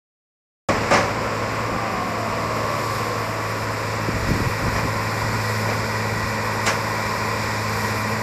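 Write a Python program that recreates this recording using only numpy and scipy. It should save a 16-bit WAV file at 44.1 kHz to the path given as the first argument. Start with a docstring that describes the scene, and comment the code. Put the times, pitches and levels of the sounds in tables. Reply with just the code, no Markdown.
"""Track-laying gantry at the lineside

One microphone beside the line; the gantry works on a train of flat wagons and rolls closer midway.
Its six-cylinder diesel drones and clatters under a whining hydraulic pump, and a motor runs down.
Steel clanks twice, loudly, and bumps softly in between, ringing a wagon. Halfway through, a gust
thumps on the microphone. The sound cuts in abruptly out of silence."""
import sys
import numpy as np
from scipy.fft import rfft, irfft, next_fast_len
from scipy.io import wavfile
from scipy.ndimage import map_coordinates

SR = 44100
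rng = np.random.default_rng(int(sys.argv[2]) if len(sys.argv) > 2 else 0)


def transcribe(u):
    """Save the signal u as a 16-bit wav file named by the first command-line argument.

    u: samples, shape (n,) or (channels, n), limited to [-1, 1]; the rate is SR.
    q: integer samples, one column per channel.
    """
    v = np.clip(np.atleast_2d(u).T, -1, 1)
    q = np.round(v * 32767).astype(np.int16)
    wavfile.write(sys.argv[1], SR, q)


N = 362502
TIME = np.arange(N) / SR
START_S, TOP_HZ = 0.687, 14500
CYLINDERS = 6


def amp(db):
    """Decibels to gain."""
    return 10 ** (np.asarray(db) / 20)


def unit(x):
    """Scale to rms 1."""
    return x / np.sqrt(np.mean(x ** 2) + 1e-20)


def curves(rows):
    """One value per sample for each column after the time."""
    times, *columns = np.transpose(rows)
    return [np.interp(TIME, times, column) for column in columns]


def swells(rows, height):
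    """A sum of bell-shaped swells, each peaking at height(its dB)."""
    return sum(height(db) * np.exp(-((TIME - at) / half) ** 2) for at, db, half in rows)


def wobble(rate):
    """A smooth random curve, rate knots a second."""
    return map_coordinates(rng.standard_normal(int(N * rate / SR) + 4), [TIME * rate])


def noise():
    """Fresh white noise."""
    return rng.standard_normal(N)


def filtered(x, response):
    """x times a response of frequency."""
    size = next_fast_len(N + 8192)
    return irfft(rfft(x, size) * response(np.fft.rfftfreq(size, 1 / SR)), size)[:N]


def coloured(x, spectrum, tilt_db=0):
    """x shaped by (f/Hz, level/dB) points and a tilt per octave, at rms 1."""
    points_hz, db = np.transpose(spectrum)

    def response(hz):
        shape_db = np.interp(np.log(hz + 1), np.log(points_hz), db, left=-80, right=-80)
        return amp(shape_db + tilt_db * np.log2(hz + 1))
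    return unit(filtered(x, response))


def turns(hz):
    """Cycles completed at a changing rate."""
    return np.cumsum(hz) / SR


def tone(cycles, waver_db, smear_rad):
    """A sine of rms near 1 whose level and phase waver in the moving air."""
    phase = 2 * np.pi * (cycles + rng.random()) + smear_rad * wobble(12)
    return np.sqrt(2) * np.sin(phase) * amp(waver_db * wobble(6))


def closing(far, near):
    """Moves from far to near as the gantry rolls up to the microphone, from 2.8 to 5.2 s."""
    return far + (near - far) * np.clip((TIME - 2.8) / 2.4, 0, 1)


def approaching(x, spectra):
    """x shaded from its far colour to its near one."""
    hz, far_db, near_db = np.transpose(spectra)
    return closing(coloured(x, np.c_[hz, far_db]), coloured(x, np.c_[hz, near_db]))


def harmonics(cycles, rows, waver_db, smear_rad):
    """Wavering harmonics, each moving from its far level to its near one."""
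    return sum(amp(closing(far_db, near_db)) * tone(round(multiple) * cycles, waver_db, smear_rad)
               for multiple, far_db, near_db in rows)


# Diesel speed: t/s, firing rate f/Hz
ENGINE_SPEED = [(0.7, 108.9), (1.42, 109.4), (1.7, 112.6), (2.15, 110.1), (3.1, 109.0), (4.4, 107.5),
                (5.4, 108.3), (7.4, 108.0), (7.82, 106.0), (8.2, 108.9)]
def engine_cycles():
    """Cycles the diesel has completed; every cylinder fires once in each."""
    firing_hz, = curves(ENGINE_SPEED)
    return turns(firing_hz / CYLINDERS)


# Exhaust drone: t/s, firing tone level/dB, octave level/dB
EXHAUST_LEVELS = [(0.8, -32.5, -40), (1.6, -32.5, -40.1), (1.95, -37, -38.5), (3.75, -30, -45.5),
                  (5.25, -29.5, -42.5), (5.6, -28, -35), (6.7, -32.2, -36.5), (7.45, -31.3, -38),
                  (7.9, -29, -34)]
# Tones of unequal cylinders: multiple of the cycle rate, far level/dB, near level/dB
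UNEVEN_TONES = [(5, -56, -49), (7, -56, -52), (9, -44.5, -44), (13, -52, -56), (14, -48, -52),
                (22, -50, -51), (30, -52, -49), (31, -48, -41.5), (33, -52, -51), (36, -51, -47.5)]
def exhaust(cycle):
    """Exhaust pulses drone at the firing rate and its octave; unequal cylinders add weaker tones."""
    firing_db, octave_db = curves(EXHAUST_LEVELS)
    drone = amp(firing_db) * tone(CYLINDERS * cycle, waver_db=1.0, smear_rad=0.042)
    drone += amp(octave_db) * tone(2 * CYLINDERS * cycle, waver_db=0.0, smear_rad=0.083)
    return drone + harmonics(cycle, UNEVEN_TONES, waver_db=1.8, smear_rad=0.094)


def rattle(cycle, repeat, depth):
    """Engine noise pulsing at each firing; the share `repeat` of its power recurs every cycle."""
    size = SR // 18  # samples in about one cycle
    pattern = unit(map_coordinates(rng.standard_normal(size), [cycle % 1 * size], mode="grid-wrap"))
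    pulsing = 1 + depth * np.cos(2 * np.pi * CYLINDERS * cycle)
    return pulsing * (np.sqrt(repeat) * pattern + np.sqrt(1 - repeat) * noise())


# Spectra of wagon rumble, air and oil hiss, and the fizz on top: f/Hz, relative level/dB
RUMBLE_SPECTRUM = [(15, -23), (40, -2.5), (70, 1), (150, -1), (220, 0), (300, -7.5), (450, -27)]
HISS_SPECTRUM = [(1800, -34), (2900, -13), (3500, -4.5), (4300, -1.5), (5100, 3.5), (5800, -2), (6300, -9),
                 (7100, -2.5), (7900, -5.5), (8500, -15.5), (10000, -40)]
FIZZ_SPECTRUM = [(8400, -16), (9100, 2.5), (9700, -0.5), (10700, -7.5), (12200, 2.5), (13400, -3),
                 (14500, -13)]
# Spectra of housing roar and injector clatter: f/Hz, relative level/dB far, the same near
ROAR_SPECTRA = [(200, -13, -34), (306, -0.5, -3), (380, -2.5, -3), (450, 1, 3), (545, 2.5, 1),
                (685, -3, -6), (837, -4.5, 0), (985, 0.5, 5.5), (1097, 0.5, 1), (1194, -3, 0),
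                (1490, -8, -11.5), (2250, -40, -21)]
CLATTER_SPECTRA = [(704, -5.5, -27), (1200, 2.5, -8.5), (1430, -2.5, 3), (1750, 2, -1), (1940, -0.5, 7.5),
                   (1970, 2, 2.5), (2210, 0, -1), (2360, -0.5, 2.5), (2630, -3.5, -6.5), (2830, -8.5, -14),
                   (4020, -24.5, -32)]
# Surges of air and oil: t/s, rise in hiss level/dB, half length/s
SURGE_SWELLS = [(2.85, 4, .38), (3.55, 1.5, 0.12), (4.5, 2, 0.34), (5.55, 2, 0.19), (6.9, 0.5, 0.26),
                (7.83, 2.5, 0.21)]
def machinery(cycle):
    """Wagons rumble, the housing roars, injectors clatter, air and oil hiss; surges lift the treble."""
    surge_db = swells(SURGE_SWELLS, float)
    opening_db = 5.5 * np.exp(-np.maximum(TIME - START_S, 0) / 0.78)  # starts louder, then settles
    rumble_db = closing(-38, -35.7) + 1.2 * opening_db + wobble(6.5)
    roar_db = closing(-29.5, -28.5) + opening_db + 0.55 * wobble(9)
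    clatter_db = closing(-33, -30.5) + 0.77 * opening_db + 0.28 * surge_db + 0.48 * wobble(11)
    hiss_db = closing(-41, -37) + 0.5 * opening_db + surge_db + 0.58 * wobble(5.1)
    fizz_db = closing(-53.5, -48) + 1.6 * surge_db + wobble(30)
    return (amp(rumble_db) * coloured(noise(), RUMBLE_SPECTRUM)
            + amp(roar_db) * approaching(rattle(cycle, repeat=0.19, depth=0.067), ROAR_SPECTRA)
            + amp(clatter_db) * approaching(rattle(cycle, repeat=0.39, depth=0.093), CLATTER_SPECTRA)
            + amp(hiss_db) * coloured(rattle(cycle, repeat=0.16, depth=0.04), HISS_SPECTRUM)
            + amp(fizz_db) * coloured(noise(), FIZZ_SPECTRUM))


# Hydraulic whine: t/s, level/dB
WHINE_LEVELS = [(1.2, -35.6), (1.7, -29), (2.2, -34), (2.75, -28.4), (3.55, -34.5), (4.3, -38),
                (4.95, -34.3), (5.85, -39), (6.35, -32.2), (8.1, -33.5)]
# Harmonics that ring the housing, relative to the whine: multiple, far level/dB, near level/dB
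HOUSING_TONES = [(12, -7, -4.2), (13, -4.8, -3.8), (14, -4.5, -10)]
# Weaker pump harmonics: multiple, far level/dB, near level/dB
WEAK_PUMP_TONES = [(6, -48.5, -48), (8, -45, -49.5), (15, -53, -57), (18, -54, -47.5), (24, -48, -48),
                   (30, -56, -49.5)]
def pump(cycle):
    """Piston harmonics geared to the engine; three ring the housing near 1 kHz, rougher close up."""
    whine_db, = curves(WHINE_LEVELS)
    strokes = 0.75 * CYLINDERS * cycle  # three strokes to four firings
    ringing = harmonics(strokes, HOUSING_TONES, waver_db=1.6, smear_rad=closing(0.24, 0.52))
    weak = harmonics(strokes, WEAK_PUMP_TONES, waver_db=3.5, smear_rad=0.71)
    return amp(whine_db) * ringing + weak


def blow(age, rise_s, t60_s):
    """A blow's envelope: exponential rise to age 0, then 60 dB down in t60_s."""
    return np.exp(np.minimum(age, 0) / max(rise_s, 0.001)) * amp(-60 * np.maximum(age, 0) / t60_s)


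# Wagon resonances: f/Hz, width/Hz, relative level/dB
WAGON_MODES = [(204, 42, -9), (586, 79, 1.5), (750, 92, 4), (1113, 32, 3), (1710, 71, -2), (1970, 25, -10),
               (2410, 32, -22)]
def wagon_ring(hz):
    """The frequency response of the wagon's ringing steel."""
    return sum(amp(db) * 1j * hz * width / (centre ** 2 - hz ** 2 + 1j * hz * width)
               for centre, width, db in WAGON_MODES)


# Steel blows: t/s, body relative level/dB, rise/s, t60/s, tilt/(dB per octave), crack level/dB
STEEL_BLOWS = [(0.69, -18, 0.0014, 0.39, -2, -31.5), (.915, -12.8, 0.0051, 0.33, -2, -31),
               (0.939, -14.5, 0.0073, 0.46, -0.4, -32), (4.77, -25.5, 0.029, 0.33, -0.5, -47),
               (5.695, -24, .02, 0.33, -1.5, -51), (6.678, -16.5, 0.012, 0.26, 2, -21)]
# Spectra of the struck wagon and of the crack: f/Hz, relative level/dB
WAGON_SPECTRUM = [(60, -31), (180, 0), (350, -3), (520, 0), (800, -5.5), (1100, -1.5), (1600, -4.5),
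                  (2300, -3.5), (3200, -16), (4300, -16.5), (5500, -11), (7500, -22), (9000, -29.5),
                  (14000, -41)]
CRACK_SPECTRUM = [(1200, -16), (2500, 1), (4200, -0.5), (6000, -4), (7500, 8), (8200, -4), (9000, -7),
                  (10300, -11), (11500, -17), (14000, -16)]
def clanks():
    """Heavy steel meets steel: a bright crack, then a crowd of small contacts that ring the wagon."""
    body, crack_envelope = np.zeros(N), np.zeros(N)
    for at, db, rise_s, t60_s, tilt_db, crack_db in STEEL_BLOWS:
        age = TIME - at
        contacts = noise() * amp(0.65 * wobble(500))
        body += amp(db) * blow(age, rise_s, t60_s) * coloured(contacts, WAGON_SPECTRUM, tilt_db)
        crack_envelope += amp(crack_db) * blow(age + rise_s, 0.0033, 0.071)  # peaks as the body swells
    crack = crack_envelope * coloured(noise(), CRACK_SPECTRUM)
    return amp(-1.0) * body + amp(-0.5) * filtered(body, wagon_ring) + crack


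# Motor partials: multiple of the pitch, level/dB
MOTOR_TONES = [(.25, -41), (1, -36.3), (1.45, -42)]
def motor_rundown(start_s=1.6, end_s=3.42, fade_s=0.3, start_hz=840, sag_hz_per_s=234):
    """A rough whine that sinks steadily as a motor slows."""
    age = np.clip(TIME, start_s, end_s) - start_s
    envelope = np.clip(np.minimum(age, end_s - start_s - age) / fade_s, 0, 1)
    cycles = turns(start_hz - sag_hz_per_s * age + 18 * wobble(90))
    return envelope * sum(amp(db) * tone(multiple * cycles, waver_db=2.5, smear_rad=0.4)
                          for multiple, db in MOTOR_TONES)


# Buffeting at the microphone: f/Hz, relative level/dB
BUFFET_SPECTRUM = [(18, -14), (45, 1), (110, -1), (240, -3), (400, -13.5), (700, -33), (1500, -60)]
# Gusts and single eddies: t/s, peak level/dB, half length/s
GUST_SWELLS = [(1.75, -28, .04), (4.16, -25, .025), (4.3, -19.5, 0.062), (4.45, -27, 0.063),
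               (4.65, -21.5, 0.037), (4.77, -30, .035), (4.86, -27.5, .03), (4.96, -27.5, .025),
               (5.28, -32, 0.15), (6.25, -32, .05)]
EDDY_PULSES = [(4.087, -11, 0.00073), (4.093, -13.5, .0013), (4.307, -12, 0.00074), (4.317, -7, 0.0019),
               (4.405, -11.5, 0.00069), (4.476, -13, .002), (4.661, -17, 0.0026), (4.855, -16, 0.0014),
               (4.966, -17, 0.0017)]
def wind(breeze_db=-50):
    """Gusts over a light breeze buffet the microphone; a few eddies each pull once at the diaphragm."""
    buffeting = unit(amp(2.9 * wobble(35)) * coloured(noise(), BUFFET_SPECTRUM))
    pressure = (amp(breeze_db) + swells(GUST_SWELLS, amp)) * buffeting
    for at, db, half in EDDY_PULSES:
        offset = (TIME - at) / half
        pressure -= amp(db) * (1 - offset ** 2) * np.exp(-offset ** 2 / 2)
    return pressure


def scene():
    """Everything that reaches the one microphone beside the line."""
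    cycle = engine_cycles()
    return (exhaust(cycle) + machinery(cycle) + pump(cycle) + clanks() + motor_rundown() + wind())[None]


def record(dry):
    """The sound switches on abruptly and keeps nothing above the band limit."""
    return filtered(dry[0] * (TIME > START_S), lambda hz: hz < TOP_HZ)[None]


dry = scene()
out = record(dry)
transcribe(out)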